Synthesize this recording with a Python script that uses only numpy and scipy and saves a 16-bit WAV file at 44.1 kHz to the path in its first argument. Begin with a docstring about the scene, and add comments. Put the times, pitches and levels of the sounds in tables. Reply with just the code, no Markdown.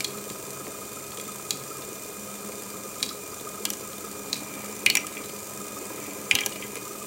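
"""A small electric motor turns a big toy wheel of plastic bricks, close by in a small room.
A plastic ball clacks onto a brick chute at the start, over a drive that runs throughout: the motor
hums, axles growl in the frame, the gearbox whines and its teeth rasp. Until 4.4 s parts of the wheel
snap over and rattle loose bricks. Then a ball rumbles over the top in its pocket, drops onto the chute
at 4.9 s, bounces a few times and rolls away. The next one follows at 6.3 s."""
import sys
import numpy as np
from scipy import signal
from scipy.fft import rfft, irfft, next_fast_len
from scipy.io import wavfile
from scipy.ndimage import map_coordinates

SR = 44100
rng = np.random.default_rng(int(sys.argv[2]) if len(sys.argv) > 2 else 0)


def unload_audio(sound):
    """Save the sound as a 16-bit wav file, at the path given as the first command line argument."""
    columns = np.transpose(np.atleast_2d(sound))
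    # keep every value between -1 and 1, then stretch to whole-number steps
    steps = np.round(np.clip(columns, -1, 1) * 32767)
    wavfile.write(sys.argv[1], SR, steps.astype(np.int16))


N = 311346
TIME = np.arange(N) / SR
COMMUTATOR_HZ, MESH_HZ = 411.9, 75.0  # six times the rotor rate; pinion teeth landing per second

# Partials of the hum: (multiple of the rotor rate)
HUM_ORDERS = [2, 3, 6]
# Level rides for the hum at twice and at three times the rotor rate: (time [s], level [dB])
SECOND_ORDER_RIDE = [(0.0, -48.5), (0.8, -57), (1.85, -47.5), (2.15, -89), (3.8, -57), (4.3, -57.5),
                     (7.06, -57)]
THIRD_ORDER_RIDE = [(0.0, -48), (0.19, -48), (0.3, -59), (1.55, -53), (2.08, -78), (2.2, -43.5),
                    (2.82, -51), (2.93, -54), (3.05, -47), (3.52, -72), (3.7, -39.5), (3.88, -56),
                    (4.05, -47.5), (5.05, -44.5), (5.35, -51), (7.06, -48.5)]

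def motor_hum(rotor_turns, commutator_db=-48, mains_hz=94, mains_db=-62):
    """Two nearly clean rotor partials follow the load, over a commutator tone and faint mains hum."""
    levels_db = [*in_time(SECOND_ORDER_RIDE), *in_time(THIRD_ORDER_RIDE), commutator_db]
    out = from_db(mains_db) * np.sin(2 * np.pi * mains_hz * TIME)
    for order, db in zip(HUM_ORDERS, levels_db):
        level = from_db(db + 2.0 * drift(13))
        out += level * np.sin(2 * np.pi * (order * rotor_turns + 0.051 * drift(8.3)))
    return out


# The gear train under its slowly changing load: (time [s], growl level [dB], whine pitch [Hz])
LOAD_RIDE = [(0.0, -43, 2430), (0.9, -45, 2457), (1.5, -44.5, 2443), (2.7, -45.5, 2425), (4.0, -45, 2416),
             (4.7, -43, 2427), (5.4, -45, 2410), (5.8, -42.5, 2480), (6.3, -42.5, 2410),
             (7.06, -44.5, 2486)]
# Resonances of the brick frame: (pitch [Hz], width [Hz], level [dB])
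FRAME_RESONANCES = [(126.6, 36, -6.5), (198.2, 24, -1), (293, 77, -1), (409.4, 101, 0), (534.6, 61, -2.5),
                    (641.5, 53, -4), (1016, 125, -7), (1632, 99, -11.5), (2137, 200, -16)]

def axle_growl(rotor_turns):
    """Loose axles knock in the frame with each turn of the rotor and of a gear three times slower."""
    growl_db, _ = in_time(LOAD_RIDE)
    level = from_db(growl_db + .8 * drift(14))
    gear_angle = 2 * np.pi * rotor_turns / 3
    throb = np.exp(0.25 * sum(np.cos(k * gear_angle) for k in range(1, 4)))
    knocks = rng.standard_normal(N) * throb * from_db(-0.55 * drift(120))
    frame = sum((-1) ** k * from_db(db) * steep_resonance(knocks, hz, 1.05 * width)
                for k, (hz, width, db) in enumerate(FRAME_RESONANCES))
    return level * rms_one(frame)


# Tight spots of the slow shafts drag the motor: (rate [turns/s], first tight spot [s], pitch sag [Hz])
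PITCH_SAGS = [(2.185, .433, 5), (1.52, .58, 3)]

def gear_whine(level_db=-53.5, wander_hz=6, jitter_hz=23.9, roughness=0.47):
    """The first, fast gear pair sings a raspy tone: uneven teeth spread noise around its pitch."""
    _, load_hz = in_time(LOAD_RIDE)
    sag_hz = sum(hz * np.cos(2 * np.pi * rate * (TIME - s)) for rate, s, hz in PITCH_SAGS)
    pitch_hz = load_hz - sag_hz + wander_hz * drift(12) + jitter_hz * drift(150)
    phase = 2 * np.pi * np.cumsum(pitch_hz) / SR
    tone = np.sin(phase) * from_db(2.0 * drift(40))
    grit = drift(260) * np.sin(phase) + drift(260) * np.cos(phase)
    return from_db(level_db) * rms_one(tone + roughness * grit)


# How hard each of the eight pinion teeth meshes: (accent [dB])
TOOTH_ACCENTS = [6, 3.5, 2.5, 6.5, -23, 5, 6, -18.5]
# Tone colour of the rasp: (frequency [Hz], level [dB])
RASP_EQ = [(1500, -12.5), (2700, -9.5), (3250, -13), (4250, -11.5), (5400, -8.5), (6000, -6), (6400, -6),
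           (7200, -1), (7800, -4.5), (8500, -3), (10000, -8), (11900, -7), (12600, -10), (13900, -5),
           (14800, -9.5), (15600, -6.5)]
# Beams and gear wheels that the teeth set whirring: (pitch [Hz], width [Hz], level [dB])
WHIRR_RESONANCES = [(2106, 220, -65), (3090, 130, -65.5), (3590, 160, -60), (4100, 110, -66),
                    (4450, 150, -63.5), (4806, 72, -61), (5440, 120, -65), (6000, 230, -56),
                    (6710, 200, -59.5), (7230, 490, -51), (8440, 750, -53), (11950, 670, -64)]

def tooth_rasp(teeth, rasp_db=-41, slip_share=0.27, sliding=0.98):
    """Each tooth lands with a short scratch over steady sliding friction; plastic parts whirr along."""
    tooth = teeth.astype(int)
    accent_db = np.array(TOOTH_ACCENTS)[tooth % len(TOOTH_ACCENTS)]
    accent_db = accent_db + 3.5 * rng.uniform(-1.1, 1, 1000)[tooth]
    scratch = from_db(accent_db) * np.exp(-(teeth % 1) / slip_share)
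    force = np.hypot(sliding, scratch)
    friction = rng.standard_normal(N) * force * from_db(drift(500))
    out = from_db(rasp_db) * coloured(friction, RASP_EQ)
    for hz, width, db in WHIRR_RESONANCES:
        rub = rng.standard_normal(N) * force * from_db(2.5 * drift(40))
        out += from_db(db) * rms_one(steep_resonance(rub, hz, width))
    return out


# Each shaft binds once a turn and swells the chatter: (rate [turns/s], first tight spot [s], swing [dB])
SHAFT_SWELLS = [(1.75, .02, 1.3), (5.15, 0, 1.1), (6.92, 0, 1.1), (19.205, .046, 1.9), (27.926, 0, 1.0)]

def gearbox_chatter(teeth, level_db=-50, housing_hz=1244.4, jitter_hz=22.23):
    """A rough gear tone in a housing resonance, shaken three times a turn by the eight-tooth pinion."""
    binding_db = sum(db * np.cos(2 * np.pi * rate * (TIME - s)) for rate, s, db in SHAFT_SWELLS)
    level = from_db(level_db + binding_db + 1.9 * drift(90))
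    throb = np.exp(0.16 * np.cos(2 * np.pi * teeth * 3 / 8))
    tone = np.sin(2 * np.pi * np.cumsum(housing_hz + jitter_hz * drift(70)) / SR)
    rattle = steep_resonance(rng.standard_normal(N), housing_hz, width=196)
    return level * rms_one((rms_one(tone) + from_db(-1.0) * rms_one(rattle)) * throb)


# Ticks in the housing and lower knocks in the frame: (time [s], peak [dB], pitch [Hz])
CATCH_CUES = [(0.154, -33, 1270), (0.275, -34, 422), (0.576, -40, 1250), (0.723, -37, 1280),
              (0.754, -37.5, 1260), (0.974, -37, 1250), (1.185, -37.5, 1250), (1.192, -35, 430),
              (1.292, -33.5, 1270), (1.399, -39, 1290), (1.716, -35, 1250), (1.756, -35.5, 1260),
              (1.824, -40, 1240), (1.89, -33, 423), (2.171, -43, 1270), (2.433, -36, 1240),
              (2.743, -34, 1240), (2.859, -33, 415), (2.966, -39, 1260), (3.114, -33.5, 1250),
              (3.335, -39, 1270), (3.475, -31, 1240), (3.582, -34, 1260), (3.608, -31, 422),
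              (3.687, -37, 1250), (3.83, -34, 420), (3.901, -41, 1250), (4.046, -33, 420),
              (4.046, -38, 1260), (4.507, -38.5, 1260), (4.696, -33, 413), (4.73, -42, 1250),
              (4.839, -32, 420), (5.049, -32.5, 1270), (5.611, -36.5, 1290), (5.769, -35, 1260),
              (5.982, -38, 1260), (6.267, -43, 1250), (6.773, -31, 444), (6.874, -37, 1280),
              (6.914, -36, 1240), (7.021, -30.5, 1260)]

def gear_catches(half_length_s=0.0044):
    """A catching gear drives one resonance for a few milliseconds."""
    t = TIME[:SR // 10] - .05
    out = np.zeros(N)
    for s, db, hz in CATCH_CUES:
        detuned_hz = hz * (1 + 0.022 * rng.standard_normal())
        tone = np.sin(2 * np.pi * (detuned_hz * t + rng.random()))
        add(out, s + t[0], from_db(db) * tone * np.exp(-(t / half_length_s) ** 2))
    return out


# Ring of the chute: (pitch [Hz], level within its band [dB], t60 [s])
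CHUTE_RING = [(2053, -3, 0.051), (2344, 4.5, 0.028), (2450, 1.5, 0.021), (2640, -10, 0.034),
              (2740, -3.5, 0.032), (2870, -9, 0.077), (2965, -4, 0.049), (3193, 1, 0.026),
              (3790, -5, 0.021), (4340, -3, 0.019), (5090, 0, 0.016), (5830, 0.5, 0.011), (6600, -4, 0.017),
              (6860, -5, 0.015), (7870, 2, 0.0068), (9030, -1, 0.0052), (10300, 4, 0.0033),
              (12100, 4, 0.0051), (13600, -2, 0.006), (15300, -3, 0.0056)]
# Landings and bounces: (time [s], six band levels [dB], brick pitch [Hz], brick ring over its band [dB])
BALL_CUES = [(0.0054, -29, -41, -32, -32, -36, -42, 2320, 17),
             (3.6529, -37.0, -29.5, -28, -25, -29.5, -30, 7300, -3),
             (3.7027, -43, -38, -38, -28, -34, -29, 5930, -7),
             (3.7346, -56.0, -46, -44, -34, -43, -45.0, 6010, -4),
             (4.862, -11.5, -18.5, -22.5, -24, -25, -31, 2490, 0),
             (4.9, -24, -26, -19, -26, -31, -30, 4400, 1),
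             (4.9095, -56.0, -28, -57.5, -50.0, -53.5, -53.0, 2900, 8),
             (4.9528, -20, -32, -26.5, -22, -23, -27, 7080, 4),
             (4.9703, -20.5, -31, -49, -20, -35.0, -34, 5760, 5),
             (5.0676, -52.5, -42, -55, -35.5, -35, -42.0, 7760, -2),
             (6.3113, -13, -18.5, -26, -24.5, -29, -43, 2432, 0.5),
             (6.3521, -28, -21, -24.5, -23.5, -27.5, -29, 6200, 5),
             (6.3615, -32, -26, -57.5, -50.0, -53.5, -53.0, 2880, 4),
             (6.3875, -28, -23.5, -31, -39, -42.5, -45.0, 3130, 5),
             (6.4075, -31.0, -38.0, -44.5, -31, -36, -37, 5900, 1),
             (6.415, -26, -47.0, -52.0, -50.0, -53.5, -53.0, 2350, 12),
             (6.4355, -54, -33, -48, -48, -53.5, -50.5, 3170, 6),
             (6.4613, -34.5, -34, -32.5, -24.5, -29.5, -28, 5960, -8),
             (6.7555, -39, -45, -47, -42, -37, -49, 2340, -6)]

def ball_drops():
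    """Plastic balls land on the brick chute and bounce with hard clacks."""
    return impacts(BALL_CUES, CHUTE_RING, crack_db=-4, crack_t60=0.022, brick_t60=0.023,
                   knock_db=-47.5, thud_db=-46.0, thud_t60=0.24,
                   wall_hz=4600, tail_t60=0.25, wet_db=-16, gain_db=-1.5)


# Taps on the seams: (time [s], three low band levels [dB], brick pitch [Hz], ring over its band [dB])
SEAM_CUES = [(4.9965, -42, -41, -46, 2730, 0), (5.1244, -48, -52, -46, 3730, 0),
             (5.1696, -32, -43, -52, 2420, -2), (5.2390, -48, -48, -42, 4000, 0),
             (5.2933, -43, -46, -44, 4300, -6), (6.5230, -48, -38, -41.5, 2890, 2),
             (6.5570, -40, -44, -43, 2920, 0), (6.6240, -34.5, -37, -52, 3190, 1),
             (6.6360, -42, -43, -54, 2310, 0), (6.7675, -36.5, -51, -44, 2440, 0)]
# The dull top end of every tap, in the three upper bands: (level [dB])
SEAM_TOP_END = [-52, -54, -62]

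def seam_taps():
    """A rolling ball taps over the seams of the chute; the lightly struck bricks ring hollow."""
    taps = [(s, *lows_db, *SEAM_TOP_END, hz, ring_db) for s, *lows_db, hz, ring_db in SEAM_CUES]
    return impacts(taps, CHUTE_RING, crack_db=-6, crack_t60=.025, brick_t60=0.13,
                   knock_db=-59, thud_db=-47, thud_t60=0.24,
                   wall_hz=4450, tail_t60=0.27, wet_db=-16, gain_db=-2.5)


# Ring of the wheel: (pitch [Hz], level within its band [dB], t60 [s])
WHEEL_RING = [(2420, 0, .014), (3330, 0, .03), (3900, -2, .04), (4280, -1, .012), (4660, 0, .014),
              (5100, -5, .01), (5650, -3, .011), (6200, -4, .009), (6780, -1, .012), (7300, -2, .012),
              (8400, 0, .01), (10000, -3, .01), (13500, 0, .012)]
# Snaps of the wheel: (time [s], six band levels [dB], brick pitch [Hz], brick ring over its band [dB])
SNAP_CUES = [(0.045, -39, -31, -27.5, -31.5, -34, -40, 4280, 7),
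             (0.182, -58, -55, -49, -54, -55, -55, 3980, 2),
             (0.3007, -45, -46, -43, -42, -50, -48.0, 3400, -14),
             (1.119, -49, -51, -46, -53, -53, -52, 4280, 6),
             (1.1733, -56.0, -42.5, -52, -47, -45, -53.0, 3320, 0),
             (1.1984, -41, -44, -47, -45, -43, -53.0, 3360, 3),
             (1.5066, -40, -34, -25.5, -26, -31, -34.5, 6860, -2),
             (1.637, -52, -60, -55, -46, -52, -55, 6700, -2),
             (1.8205, -49, -54, -48, -49, -50, -55, 4300, 0),
             (2.521, -46, -56, -51, -47, -50, -55, 7230, 0),
             (3.003, -47.5, -51.0, -48.0, -50, -47.0, -49, 3900, -1),
             (3.028, -33.5, -36, -22.5, -30, -30, -39, 3920, -4),
             (3.0903, -49.0, -45, -33, -45, -50.0, -53.0, 4160, -6),
             (3.398, -53, -51, -52, -54, -55, -55, 3500, 0), (3.93, -53, -50, -48, -48, -53, -55, 4100, 0),
             (4.3294, -38, -52, -23, -29.5, -37, -41, 4080, -6),
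             (4.356, -42, -53, -45, -49, -52, -55, 3900, 0), (4.369, -47, -53, -46, -52, -54, -55, 4000, 4)]

def wheel_snaps():
    """Parts of the turning wheel snap over: a bright click with a long thud under it."""
    return impacts(SNAP_CUES, WHEEL_RING, crack_db=-4, crack_t60=0.021, brick_t60=0.026,
                   knock_db=-49, thud_db=-39.5, thud_t60=0.67,
                   wall_hz=9300, tail_t60=0.32, wet_db=-14.0, gain_db=-0.5)


def impacts(cues, modes, crack_db, crack_t60, brick_t60, knock_db, thud_db, thud_t60,
            wall_hz, tail_t60, wet_db, gain_db):
    """Each contact clacks, shakes the frame and is thrown back by table and walls."""
    out = np.zeros(N)
    for s, *bands_db, brick_hz, brick_db in cues:
        attack = from_db(gain_db) * clack(modes, bands_db, brick_hz, brick_db,
                                          crack_db, crack_t60, brick_t60)
        # the body gains half a dB for each dB of the blow
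        body = from_db(0.5 * max(bands_db)) * knock_and_thud(knock_db, thud_db, thud_t60, thud_hz=228)
        add(out, s, room(attack + body, tail_t60, wet_db, wall_hz))
    return out


# The six bands of a clack; the place of contact sets how hard each is struck: (low [Hz], high [Hz])
CLACK_BANDS = [(1950, 2650), (2650, 3600), (3600, 5300), (5300, 8300), (8300, 11000), (11000, 16000)]

def clack(modes, bands_db, brick_hz, brick_db, crack_db, crack_t60, brick_t60, contact_s=0.00012):
    """One contact: a dry crack and ringing modes in each band, and in one of them the struck brick."""
    t = TIME[:SR // 5]
    hz, db, t60 = np.transpose(modes)[:, :, None]
    onset = 1 - np.exp(-t / contact_s)  # the modes build up while the parts touch
    strength = from_db(db + 1.5 * rng.standard_normal(hz.shape)) * rng.choice([-1, 1], hz.shape)
    detuned_hz = hz * (1 + 0.0042 * rng.standard_normal(hz.shape))
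    rings = onset * strength * decay(t, t60) * np.sin(2 * np.pi * detuned_hz * t)
    brick = clack_one(onset * np.cos(2 * np.pi * brick_hz * t) * decay(t, brick_t60))
    out = 0
    for (low, high), level_db in zip(CLACK_BANDS, bands_db):
        burst = rng.standard_normal(len(t)) * decay(t, crack_t60)
        crack = band(band(burst, low, high), low, high)
        ring = np.sum(rings * ((hz >= low) & (hz < high)), axis=0)
        layer = clack_one(clack_one(ring) + from_db(crack_db) * clack_one(crack))
        if low <= brick_hz < high:
            layer += from_db(brick_db) * brick
        out += from_db(level_db) * clack_one(layer)
    return band(out, 1300, 19000)


# The hollow under the bricks: (pitch [Hz], width [Hz], level [dB])
HOLLOW_RESONANCES = [(826, 54, -2.5), (1040, 55, -5), (1410, 430, -4.5), (1648, 39, -3.5)]

def knock_and_thud(knock_db, thud_db, thud_t60, thud_hz, rise_s=0.0052):
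    """The hollow under the bricks knocks; the heavy frame takes a moment to move, then thuds."""
    t = TIME[:SR // 5]
    push = rng.standard_normal(len(t)) * decay(t, 0.017)
    knock = sum(from_db(db) * rms_one(resonance(push, hz, width)) for hz, width, db in HOLLOW_RESONANCES)
    sway = rng.standard_normal(len(t)) * (1 - np.exp(-t / rise_s)) * decay(t, thud_t60)
    thud = rms_one(steep_resonance(sway, thud_hz, width=thud_hz))
    return from_db(knock_db) * knock + from_db(thud_db) * thud


# Ring of the loose bricks: (pitch [Hz], width [Hz], level [dB])
LOOSE_RESONANCES = [(2550, 240, -2), (3430, 130, -1), (3860, 100, 1), (4700, 300, 1), (7000, 3000, -6)]

def brick_rattles(ticks_per_s=240, t60=0.19, relative_db=-21):
    """Each snap shakes loose bricks into a short dying run of ticks."""
    t = TIME[:SR // 5]
    out = np.zeros(N)
    for s, *bands_db, _, _ in SNAP_CUES:
        contacts = rng.random(len(t)) < ticks_per_s / SR
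        ticks = contacts * rng.choice([-1, 1], len(t)) * decay(t, t60)
        rings = sum((-1) ** k * from_db(db) * resonance(ticks, hz, width)
                    for k, (hz, width, db) in enumerate(LOOSE_RESONANCES))
        add(out, s, from_db(max(bands_db) + relative_db) * rms_one(rings))
    return out


# Dull bumps with no clack: (time [s], thud level [dB], thud pitch [Hz], knock level [dB])
BUMP_CUES = [(0.298, -57, 160, -67), (0.668, -46, 284, -60), (3.652, -66, 230, -53.5),
             (4.865, -56, 95, -63), (4.953, -57, 230, -52.5), (6.331, -50, 90, -57), (6.355, -46, 220, -59),
             (6.462, -54, 300, -53), (6.756, -52, 230, -65)]

def frame_bumps(thud_t60=0.058):
    """The hollow frame booms under a ball or a lurch of the wheel."""
    out = np.zeros(N)
    for s, thud_db, thud_hz, knock_db in BUMP_CUES:
        bump = knock_and_thud(knock_db, thud_db, thud_t60, thud_hz)
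        add(out, s, room(bump, t60=.27, wet_db=-15.5, wall_hz=5130))
    return out


# One roll around each landing: (landing time [s], level on the chute [dB])
ROLL_CUES = [(0.005, -69), (4.862, -48.5), (6.311, -47.5)]

def ball_rolls(pocket_lead_s=0.25, pocket_boost_db=2, chute_lag_s=0.27, fade_db_per_s=52):
    """A ball rolls out of its pocket, then down the chute: two swells of the lowest chute modes."""
    swells_db = [db + boost_db - fade_db_per_s * np.abs(TIME - s - lag)
                 for s, db in ROLL_CUES
                 for lag, boost_db in [(-pocket_lead_s, pocket_boost_db), (chute_lag_s, 0)]]
    grain = rng.standard_normal(N) * from_db(5.0 * np.tanh(drift(110)))
    rings = sum(from_db(db) * resonance(grain, hz, width=63) for hz, db, _ in CHUTE_RING[:8])
    return from_db(np.max(swells_db, axis=0)) * rms_one(band(rings, 1460, 2560))


# A ball is carried over the top of the wheel: (time [s], level [dB])
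CARRY_CUES = [(4.5, -48), (6.05, -47.5)]
# The hollow pocket it rides in: (pitch [Hz], width [Hz], level [dB])
POCKET_RESONANCES = [(288, 62, 7), (830, 340, -6)]

def pocket_rumble(half_length_s=0.54, grain_db=4.5):
    """The carried ball trundles unevenly against the walls of its pocket."""
    trundle = rng.standard_normal(N) * from_db(grain_db * np.tanh(drift(50)))
    rings = sum(from_db(db) * steep_resonance(trundle, hz, width) for hz, width, db in POCKET_RESONANCES)
    swells = sum(from_db(db) * np.exp(-((TIME - s) / half_length_s) ** 2) for s, db in CARRY_CUES)
    return swells * rms_one(rings)


# Tone colour of the frame's rumble: (frequency [Hz], level [dB])
RUMBLE_EQ = [(30, -41), (42, -10), (55, -10.5), (72, -8), (125, -3.5), (165, -7.5), (200, 5.5), (238, -4),
             (290, -17), (480, -1.5), (720, -6.5), (1150, -12.5), (1450, -15), (2000, -22)]

def frame_rumble(level_db=-47.5):
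    """The frame rumbles, a steady low bed under the drive."""
    return from_db(level_db) * coloured(rng.standard_normal(N), RUMBLE_EQ)


def room(x, t60, wet_db, wall_hz):
    """Dense, duller reflections from table and walls; every place of contact has its own."""
    t = TIME[:SR // 4]
    tail = band(rng.standard_normal(len(t)), 210, wall_hz) * decay(t, t60) * (t > .004)
    tail /= np.sqrt(np.sum(tail ** 2))
    return x + from_db(wet_db) * signal.fftconvolve(x, tail)[:len(x)]


def from_db(db):
    """Decibels to gain."""
    return 10 ** (np.asarray(db) / 20)


def decay(t, t60):
    """An envelope that falls 60 dB in t60 seconds."""
    return from_db(-60 * t / t60)


def rms_one(x):
    """Scale to rms 1."""
    return x / np.sqrt(np.mean(x ** 2) + 1e-20)


def clack_one(x):
    """Scale a short sound to the energy of rms 1 held for 10 ms."""
    return x / np.sqrt(np.sum(x ** 2) / (.01 * SR) + 1e-20)


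def in_time(rows):
    """The columns of a ride at every sample."""
    s, *columns = np.transpose(rows)
    return [np.interp(TIME, s, c) for c in columns]


def drift(rate):
    """Smooth random modulation with a spread near 1, `rate` new values a second."""
    knots = rng.standard_normal(4000)
    return map_coordinates(knots, [TIME[::50] * rate], order=3, mode="wrap").repeat(50)[:N]


def band(x, low_hz, high_hz):
    """Causal band-pass."""
    sos = signal.butter(2, [low_hz, min(high_hz, .45 * SR)], "band", fs=SR, output="sos")
    return signal.sosfilt(sos, x)


def resonance(x, hz, width):
    """Two-pole resonance, gain 1 on top."""
    r = np.exp(-np.pi * width / SR)
    feedback = [1, -2 * r * np.cos(2 * np.pi * hz / SR), r * r]
    return signal.lfilter(np.array([1, 0, -1]) * (1 - r * r) / 2, feedback, x)


def steep_resonance(x, hz, width):
    """The same resonance twice, for steeper skirts."""
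    return resonance(resonance(x, hz, width), hz, width)


def coloured(x, eq):
    """Shape a steady sound with an EQ curve that rolls off past both ends; rms 1."""
    hz, db = np.transpose(eq)
    size = next_fast_len(N)
    f = np.maximum(np.fft.rfftfreq(size, 1 / SR), 1)
    skirts = np.minimum(f / hz[0], 1) ** 2 * np.minimum(hz[-1] / f, 1) ** 2
    gain = skirts * from_db(np.interp(np.log(f), np.log(hz), db))
    return rms_one(irfft(rfft(x, size) * gain, size)[:N])


def add(out, s, sound):
    """Mix a sound in at time s."""
    start = max(int(s * SR), 0)
    out[start:start + len(sound)] += sound[:N - start]


def scene():
    """The mono mix: the running drive, the balls and the wheel's snaps."""
    rotor_turns = np.cumsum(COMMUTATOR_HZ / 6 * (1 + .004 * drift(4))) / SR
    teeth = np.cumsum(MESH_HZ * (1 + 0.0043 * drift(2))) / SR
    drive = motor_hum(rotor_turns) + axle_growl(rotor_turns) + frame_rumble()
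    gears = gearbox_chatter(teeth) + gear_catches() + gear_whine() + tooth_rasp(teeth)
    hits = ball_drops() + seam_taps() + wheel_snaps() + brick_rattles() + frame_bumps()
    rolls = ball_rolls() + pocket_rumble()
    return (drive + gears + hits + rolls)[None]


def record(dry, cutoff_hz=15850):
    """Soft saturation rounds the highest peaks; a steep low-pass cuts the top."""
    rounded = np.tanh(dry / 0.99)
    return signal.sosfilt(signal.ellip(12, .1, 70, cutoff_hz, fs=SR, output="sos"), rounded)


dry = scene()
out = record(dry)
unload_audio(out)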